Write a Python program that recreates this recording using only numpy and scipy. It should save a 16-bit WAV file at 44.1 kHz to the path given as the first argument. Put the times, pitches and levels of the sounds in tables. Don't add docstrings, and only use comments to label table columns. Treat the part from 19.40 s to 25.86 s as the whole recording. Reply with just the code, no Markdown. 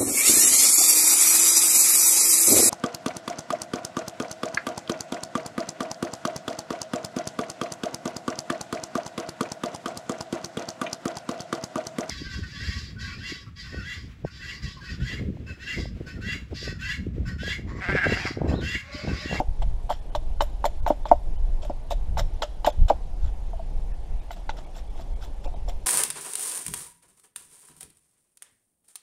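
import sys
import numpy as np
from scipy import signal
from scipy.fft import rfft, irfft
from scipy.io import wavfile
from scipy.ndimage import uniform_filter1d

SR = 44100
rng = np.random.default_rng(int(sys.argv[2]) if len(sys.argv) > 2 else 0)


def persist_wave(psi):
    counts = np.round(np.clip(psi, -1, 1) * 32767).astype(np.int16)
    wavfile.write(sys.argv[1], SR, np.atleast_2d(counts).T)


def boost_factor(decibels):
    exponent = np.asarray(decibels, float) / 20
    return 10 ** exponent


N = 284886


def bites():
    # start_s, peak_db, ring_centre_hz, stick_tick_db, steel_tick_db
    strikes = [(0.22, -26.5, 751.5, -16, -19), (0.493, -24.5, 720, -11, -24),
               (0.75, -16.5, 875, -26, -15.5), (1.007, -9, 900, -33, -16.5), (1.242, -11.5, 875, -31, -24),
               (1.253, -11.5, 713, -9.5, -34), (1.464, -13.5, 875, -14, -30), (1.655, -20, 875, -26, -25),
               (2.509, -20.5, 715, -24, -24), (2.771, -20, 800, -11.5, -29), (3.021, -20, 875, -12.5, -14),
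               (3.246, -15.5, 827, -26, -8.5), (4.907, -27.5, 716, -7, -21), (5.093, -19.5, 850, 0, -19)]
    # pitch_hz, level_db, t60_s
    stick = [(1210, -21, 0.01), (1422, -1.5, 0.018), (2003, -3, 0.016), (3027, -4, 0.031),
             (3960, 3, 0.0097), (5150, -20, 0.017), (6750, -21, 0.059)]
    out = np.zeros(N)
    steel = np.transpose(stick)[0][:, None] > 2600
    spots = rng.standard_normal((len(strikes), len(stick), 1))
    for (s, db, hz, tick_db, steel_db), spot in zip(strikes, spots):
        t60 = 0.028 * (800 / hz) ** 6
        t, wood = ring(hz, t60, contact_s=0.00037, sag=0.21)
        chance_db = 6.3 * spot + np.where(steel, steel_db, tick_db)
        tick = modes(stick, t, chance_db) * (1 - np.exp(-t / 0.00019))
        add(out, s, boost_factor(db) * (wood + tick))
    return out


def rips():
    # start_s, level_db, hold_s, brightness_db, shaving_song_hz
    nicks = [(.220, -46, 0.0048, 3, 3240), (.494, -41.5, 0.015, 6, 3190), (.751, -37.5, 0.0036, 2, 3540),
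             (1.007, -32.5, 0.0051, -3, 3730), (1.242, -48, 0.0089, 10, 3650),
             (1.253, -34.5, 0.0036, 13.5, 4160), (1.464, -47, .011, -23, 3050),
             (1.655, -53, 0.013, 2, 3530), (2.504, -39, .012, 8.5, 3650), (2.772, -37, 0.018, 6.5, 3750),
             (3.020, -32.5, 0.009, -2, 3030), (3.246, -36.5, 0.0061, -21, 3120),
             (4.907, -51.5, 0.018, 10, 3880), (5.093, -37, 0.0019, -28, 2660)]
    # start_s, level_db, hold_s, brightness_db, shaving_song_hz
    runs = [(0.001, -50, 0.0037, -14, 2920), (.526, -45, .003, -5, 3100), (1.020, -49, 0.0058, 20, 3020),
            (1.475, -40, 0.0053, 11.5, 2900), (1.499, -49.5, 0.0057, -24, 3030),
            (1.682, -48.5, .008, -6, 5200), (1.713, -47.5, 0.0031, -10, 2770),
            (2.22, -50, .017, -7.5, 3200), (2.248, -51, 0.0042, 8.5, 3200), (2.295, -58, .0025, -9.5, 2900),
            (3.261, -33, 0.0055, 8, 3600), (3.481, -40, 0.016, 1, 2950)]
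    # start_s, level_db, hold_s,
    # brightness_db, shaving_song_hz
    pushes = [
        (3.78, -59.5, 0.05, -9, 2780),
        (4.960, -54.5, 0.0053, -4.5, 3140),
        (5.165, -50.5, 0.0071, 2, 3140),
        (5.338, -52, .019, 7, 7100),
        (5.54, -57, .035, 6.5, 3600),
        (5.805, -51, .017, 7.5, 3940),
        (6.032, -52.5, .009, 5.5, 2560),
        (6.272, -55, .012, 8, 3400),
    ]
    # start_s, level_db, hold_s, brightness_db, shaving_song_hz
    snaps = [
        (2.937, -66, .008, -10, 6000),
        (6.287, -47, .002, 10, 7300),
        (6.294, -42, .002, 12, 5650),
    ]
    # pitch_hz, level_db per Hz
    tear_spectrum = [(310, -27), (520, 7.5), (856, -5), (1260, 3), (1960, -4), (3770, -6), (4470, -7),
                     (5380, -9), (6120, -8.5), (7370, -12.5), (9390, -24), (12100, -23), (15700, -25)]
    # rise per hold, t60_s, t60 gained per hold, song_db
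    kinds = ((nicks, (0.43, 0.0413, 1.5, -5)), (runs, (0.1, 0.133, -3.5, -9)),
             (pushes, (1.42, 0.19, -3.5, -13.5)), (snaps, (.3, .018, 1.5, -1.5)))
    tears = sorted((*row, *kind) for table, kind in kinds for row in table)

    burst_db = 3.0 * rng.exponential(1, N // 40 + 1).clip(0, 4)
    fibres = rng.standard_normal(N) * boost_factor(burst_db.repeat(40)[:N])
    slivers = patchy(ported(fibres, 4), 4.5, size=128, bins=2, frames=5)
    tear = coloured(slivers, tear_spectrum, lo_hz=1940)
    bright = signal.sosfiltfilt(signal.butter(3, 8800, "high", fs=SR, output="sos"), tear)

    force, shine, song = np.zeros((3, N))
    t = np.arange(SR // 2) / SR
    rubs = rng.standard_normal((len(tears), len(t)))
    for (s, db, hold, bright_db, hz, swell, t60, linger, sing_db), rub in zip(tears, rubs):
        rise = swell * hold
        t60 = t60 + linger * hold
        stroke = boost_factor(-60 * np.maximum(t - rise - hold, 0) / t60) * np.minimum(t / rise, 1)
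        add(force, s, (stroke * boost_factor(db)) ** 2)
        add(shine, s, (stroke * boost_factor(db + bright_db)) ** 2)
        voice = shaving_song(rub, hz) + boost_factor(-9) * shaving_song(rub, 0.452 * hz)
        add(song, s, stroke * boost_factor(db + sing_db) * voice)
    return np.sqrt(force) * (tear - bright) + np.sqrt(shine) * bright + song


def shaving_song(rub, hz):
    return evened(resonate(resonate(rub, hz, 320), hz, 320))


def thuds():
    # start_s, peak_db, ring_centre_hz, contact_s, boom_db
    landings = [(0.001, -13, 796, 0.0039, -1.5), (0.016, -25, 520, 0.0015, -6),
                (1.5, -20.5, 836, .0045, -16), (1.504, -6.5, 634, .0017, -3), (1.513, -32, 564, .002, -26),
                (1.7148, -1.5, 729.4, .0016, -8.5), (1.7215, -16, 620, .0012, -29),
                (1.728, -20, 585, .0015, -24), (2.298, -25, 742.6, 0.0017, 5.5),
                (2.303, -24.5, 589, 0.0016, -3), (3.27, -13.5, 764, .004, -4.5),
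                (3.275, -6, 643, 0.0019, -28), (3.283, -19, 554, 0.0019, -14),
                (3.5, -8.5, 833, 0.0041, -15), (3.504, -7.5, 669, 0.0015, -21),
                (3.51, -11.5, 550, 0.00075, -6.5)]
    # start_s, peak_db, ring_centre_hz, t60_s
    knocks = [(0.227, -29.5, 720, .045), (0.497, -28, 737, 0.062), (0.504, -14, 901, 0.02),
              (0.512, -20.5, 741.4, 0.044), (0.756, -19.5, 627, 0.042), (1.019, -16, 626, 0.05),
              (1.257, -14, 610, 0.036), (1.475, -17.5, 720, 0.036), (1.663, -32.5, 652, 0.09),
              (2.232, -33, 653, .056), (2.251, -31, 618, 0.048), (2.521, -20.5, 616, 0.041),
              (2.781, -26, 677, 0.053), (2.792, -28, 718, 0.087), (2.805, -24.5, 620, 0.035),
              (3.033, -20, 633, 0.058), (3.479, -37, 737, 0.12), (4.133, -32, 704, 0.052),
              (4.195, -31, 696, 0.073)]
    # start_s, peak_db, ring_centre_hz
    nudges = [(4.964, -45, 706), (5.187, -36.5, 650), (5.364, -39, 682), (5.594, -35.5, 700),
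              (5.834, -40, 766), (6.053, -35, 830), (6.06, -28, 550), (6.075, -36, 754), (6.141, -35, 693),
              (6.279, -36.5, 730), (6.284, -33, 543), (6.293, -36, 727)]
    out = np.zeros(N)
    for s, db, hz, contact_s, boom_db in landings:
        add(out, s - .001, thud(db, hz, 0.033, contact_s, boom_db))
    for s, db, hz, t60 in knocks:
        add(out, s - .001, thud(db, hz, t60, contact_s=0.001394, boom_db=-15.5))
    for s, db, hz in nudges:
        add(out, s - .001, thud(db, hz, .048, contact_s=0.0012, boom_db=-5))
    return out


def thud(db, hz, t60, contact_s, boom_db):
    boom_hz, boom_t60 = 288.3, 0.027
    t, wood = ring(hz, t60, contact_s, sag=0.23)
    boom = boost_factor(boom_db - 60 * t / boom_t60) * np.sin(2 * np.pi * boom_hz * t)
    return boost_factor(db) * (wood + boom * (1 - np.exp(-t / 0.0015)))


def ring(centre_hz, t60, contact_s, sag):
    # pitch_hz, level_db, t60_s
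    stump = [(442, -22, 0.022), (604.5, -9.5, 0.045), (875, -4, 0.025), (1383, -26, 0.01),
             (1411, -31.5, 0.029), (2134, -28, 0.013)]
    t = np.arange(SR // 8) / SR
    turns = np.cumsum(centre_hz * (1 + sag * (np.exp(-t / 0.0034) - .3))) / SR
    spot = boost_factor(-60 * t / t60) * np.sin(2 * np.pi * turns)
    wood = (spot + modes(stump, t)) * (1 - np.exp(-t / contact_s)) ** 2
    return t, wood / abs(wood).max()


def modes(table, t, chance_db=0):
    hz, db, t60 = np.transpose(table)[..., None]
    return (boost_factor(db + chance_db - 60 * t / t60) * np.sin(2 * np.pi * hz * t)).sum(0)


def resonate(x, hz, width_hz):
    turn = np.exp(2j * np.pi * hz * np.arange(len(x)) / SR)
    r = np.exp(-np.pi * width_hz / SR)
    return (turn * signal.lfilter([1 - r], [1, -r], x / turn)).real


def trees(x):
    t = np.arange(SR // 2) / SR
    ground, canopy = rng.standard_normal((2, len(t))) * np.minimum(t / 0.0056, 1)
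    ground = signal.lfilter(*signal.butter(1, 6000, fs=SR), ground) * boost_factor(-60 * t / 0.078)
    canopy = signal.lfilter(*signal.butter(2, [1500, 8000], "band", fs=SR), canopy) * boost_factor(-60 * t / .55)
    tail = ground / np.linalg.norm(ground) + boost_factor(-7.5) * canopy / np.linalg.norm(canopy)
    return signal.fftconvolve(x, tail)[:N]


def wind():
    # pitch_hz, level_db per Hz
    buffet_spectrum = [(4.7, -31), (8.0, -1), (21, 0), (34, -2), (68, -11), (157, -31), (200, -32),
                       (260, -62), (440, -120)]
    eddies = coloured(rng.standard_normal(N), buffet_spectrum)
    low = signal.sosfiltfilt(signal.butter(2, 50, fs=SR, output="sos"), eddies)
    slow, fast = [steadied(v) for v in (low, eddies - low)]
    lumps = slow + 0.1 * (slow ** 2 - 1)
    buffet, rumble = gusts()
    return buffet * evened(lumps) + rumble * fast


def steadied(x):
    power = uniform_filter1d(x ** 2, size=SR // 9)
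    return evened(x / np.sqrt(power + 0.098 * x.var()))


def gusts():
    # centre_s, buffet_db, half_length_s, upper_rumble_db (above the buffet)
    gust_rows = [(0.097, -24, 0.016, -6.5), (.24, -19, 0.028, -9.5), (0.317, -24, 0.042, -10),
                 (0.44, -25, 0.024, -22), (0.773, -30.5, 0.025, -10), (.89, -20.5, 0.033, -23),
                 (1.003, -21, .03, -19), (1.25, -30, 0.066, -30), (1.423, -19.5, 0.038, -17.5),
                 (1.618, -26.5, 0.019, -22), (1.761, -26, 0.0434, -11), (1.896, -20.5, 0.033, -20),
                 (2.01, -20.5, 0.075, -32), (2.122, -21, 0.084, -27), (2.314, -29.5, 0.031, -16),
                 (2.59, -22.5, 0.048, -15), (2.72, -24, 0.045, -7.5), (2.81, -20, 0.049, -9.5),
                 (2.956, -22.5, 0.028, -21), (3.424, -10, 0.023, -10), (3.554, -31, 0.022, -10),
                 (3.745, -29, 0.019, -30), (3.853, -15.5, 0.022, -16.5), (4.395, -21, 0.029, -17),
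                 (4.52, -30.5, 0.061, -12), (4.748, -22.5, 0.028, -17), (5.093, -29.5, 0.065, -20),
                 (5.735, -27.5, 0.022, -12), (6.09, -25.5, 0.033, -30), (6.28, -24.5, 0.077, -22)]
    # time_s, level_db
    breeze_db = [(0.0, -27), (0.6, -32), (0.9, -28), (1.6, -31.5), (2.1, -33), (2.45, -29.5), (2.8, -39),
                 (3.15, -32), (4.0, -27.5), (4.6, -30), (5.0, -37), (5.3, -36), (5.6, -30), (6.46, -34.5)]
    t = np.arange(N) / SR
    buffet = boost_factor(np.interp(t, *np.transpose(breeze_db))) ** 2
    rumble = buffet * boost_factor(-16) ** 2
    for s, db, half_s, rumble_db in gust_rows:
        bell = boost_factor(db) ** 2 * np.exp(-((t - s) / half_s) ** 2)
        buffet = buffet + bell
        rumble = rumble + bell * boost_factor(rumble_db) ** 2
    return np.sqrt(buffet), np.sqrt(rumble)


def leaves():
    # pitch_hz, level_db per Hz
    hiss_spectrum = [(71, -70), (120, -2.5), (226, -11.5), (368, -12), (532, -13), (577, -11.5), (679, -12),
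                     (832, -12), (903, -15.5), (1110, -23), (1300, -28.5), (2950, -31), (8000, -39),
                     (9810, -47), (15700, -40.5)]
    hiss = coloured(ported(rng.standard_normal(N), -19), hiss_spectrum, lo_hz=1400, hi_hz=9300)
    return boost_factor(-63) * patchy(hiss, 1.5, size=512, bins=8, frames=10)


def whine():
    pitch_hz, frame_hz, first_s, level_db = 9635, 29.97, .0253, -72
    since = (np.arange(N) / SR - first_s) % (1 / frame_hz)
    return boost_factor(level_db) * np.sqrt(2) * np.sin(2 * np.pi * pitch_hz * since) * (since < .5 / frame_hz)


def ported(x, ring_db):
    # pitch_hz, width_hz, level_db
    port = [(3450, 350, 0), (5300, 300, -2), (7300, 350, -2)]
    rings = (boost_factor(db) * signal.lfilter(*signal.iirpeak(hz, hz / width, SR), x) for hz, width, db in port)
    return x + boost_factor(ring_db) * sum(rings)


def patchy(x, patchy_db, size, bins, frames):
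    z = signal.stft(x, nperseg=size)[2]
    patches = rng.standard_normal(z.T.shape).T
    patches = uniform_filter1d(patches, size=bins, axis=0)
    patches = evened(uniform_filter1d(patches, size=frames, axis=1))
    return signal.istft(z * boost_factor(patchy_db * patches), nperseg=size)[1][:N]


def coloured(x, points, lo_hz=0, hi_hz=SR / 2):
    hz, (f, db) = np.fft.rfftfreq(len(x), 1 / SR), np.transpose(points)
    z = rfft(x) * boost_factor(np.interp(np.log(hz + 1), np.log(f + 1), db))
    band = irfft(z * (hz >= lo_hz) * (hz <= hi_hz), len(x))
    return irfft(z, len(x)) / np.std(band)


def evened(x):
    return x / np.sqrt(np.mean(x ** 2) + 1e-20)


def add(mix, s, sound):
    part = mix[max(round(s * SR), 0):][:len(sound)]
    part += sound[:len(part)]


def band_gating(x):
    # centre_s, length_s, kept_low_hz, kept_high_hz
    starved = [(.607, .016, 1750, 3500), (.710, .021, 1550, 3050), (1.416, .022, 1450, 1500),
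               (1.647, .012, 3350, 3650), (1.974, .023, 2950, 3000), (3.315, .016, 3400, 6300),
               (4.532, .017, 1800, 2550), (4.807, .018, 2400, 3700), (5.258, .013, 2200, 3400),
               (5.493, .012, 2200, 3400), (5.749, .018, 2200, 3300), (6.069, .014, 2400, 2700),
               (6.151, .019, 3200, 3800)]
    # pitch_hz, level_db
    need = [(6000, -60), (6500, -9), (8200, -5), (12400, -3.5), (13000, 5.5), (15500, 6.5)]
    hz, t, z = signal.stft(x, SR, nperseg=512, noverlap=384)
    power = uniform_filter1d(uniform_filter1d(abs(z) ** 2, size=4, axis=0), size=4, axis=1)
    usual = np.median(power, axis=1, keepdims=True)
    whims = rng.standard_normal((len(t) // 8 + 1, len(hz) // 6 + 1))
    whims = whims.repeat(8, axis=0).repeat(6, axis=1)[:len(t), :len(hz)].T
    need_db = np.interp(hz, *np.transpose(need))[:, None] + 1.8 * whims
    keep = (power > usual * boost_factor(need_db) ** 2) * (hz[:, None] < 15550) * 1.
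    for s, length, *kept_hz in starved:
        near = abs(hz[:, None] - kept_hz).min(1) < 130
        keep[np.ix_(near, abs(t - s) < .016)] = 2.5
        cut = ~near & (hz > 1500) & (abs(hz - 9635) > 150)
        half_s = (length / 2 - .002) * (.6 + hz[:, None] / 16000)
        keep[cut[:, None] & (abs(t - s) < half_s)] = 0
    return signal.istft(z * keep, SR, nperseg=512, noverlap=384)[1][:N]


def scene():
    work = bites() + thuds() + rips()
    return (work + boost_factor(-17.0) * trees(work) + wind() + leaves())[None]


def top_cut(x):
    return signal.sosfilt(signal.butter(12, 15830, fs=SR, output="sos"), x)


def record(dry):
    heard = band_gating(dry[0] + whine())
    return top_cut(heard[None])


dry = scene()
out = record(dry)
persist_wave(out)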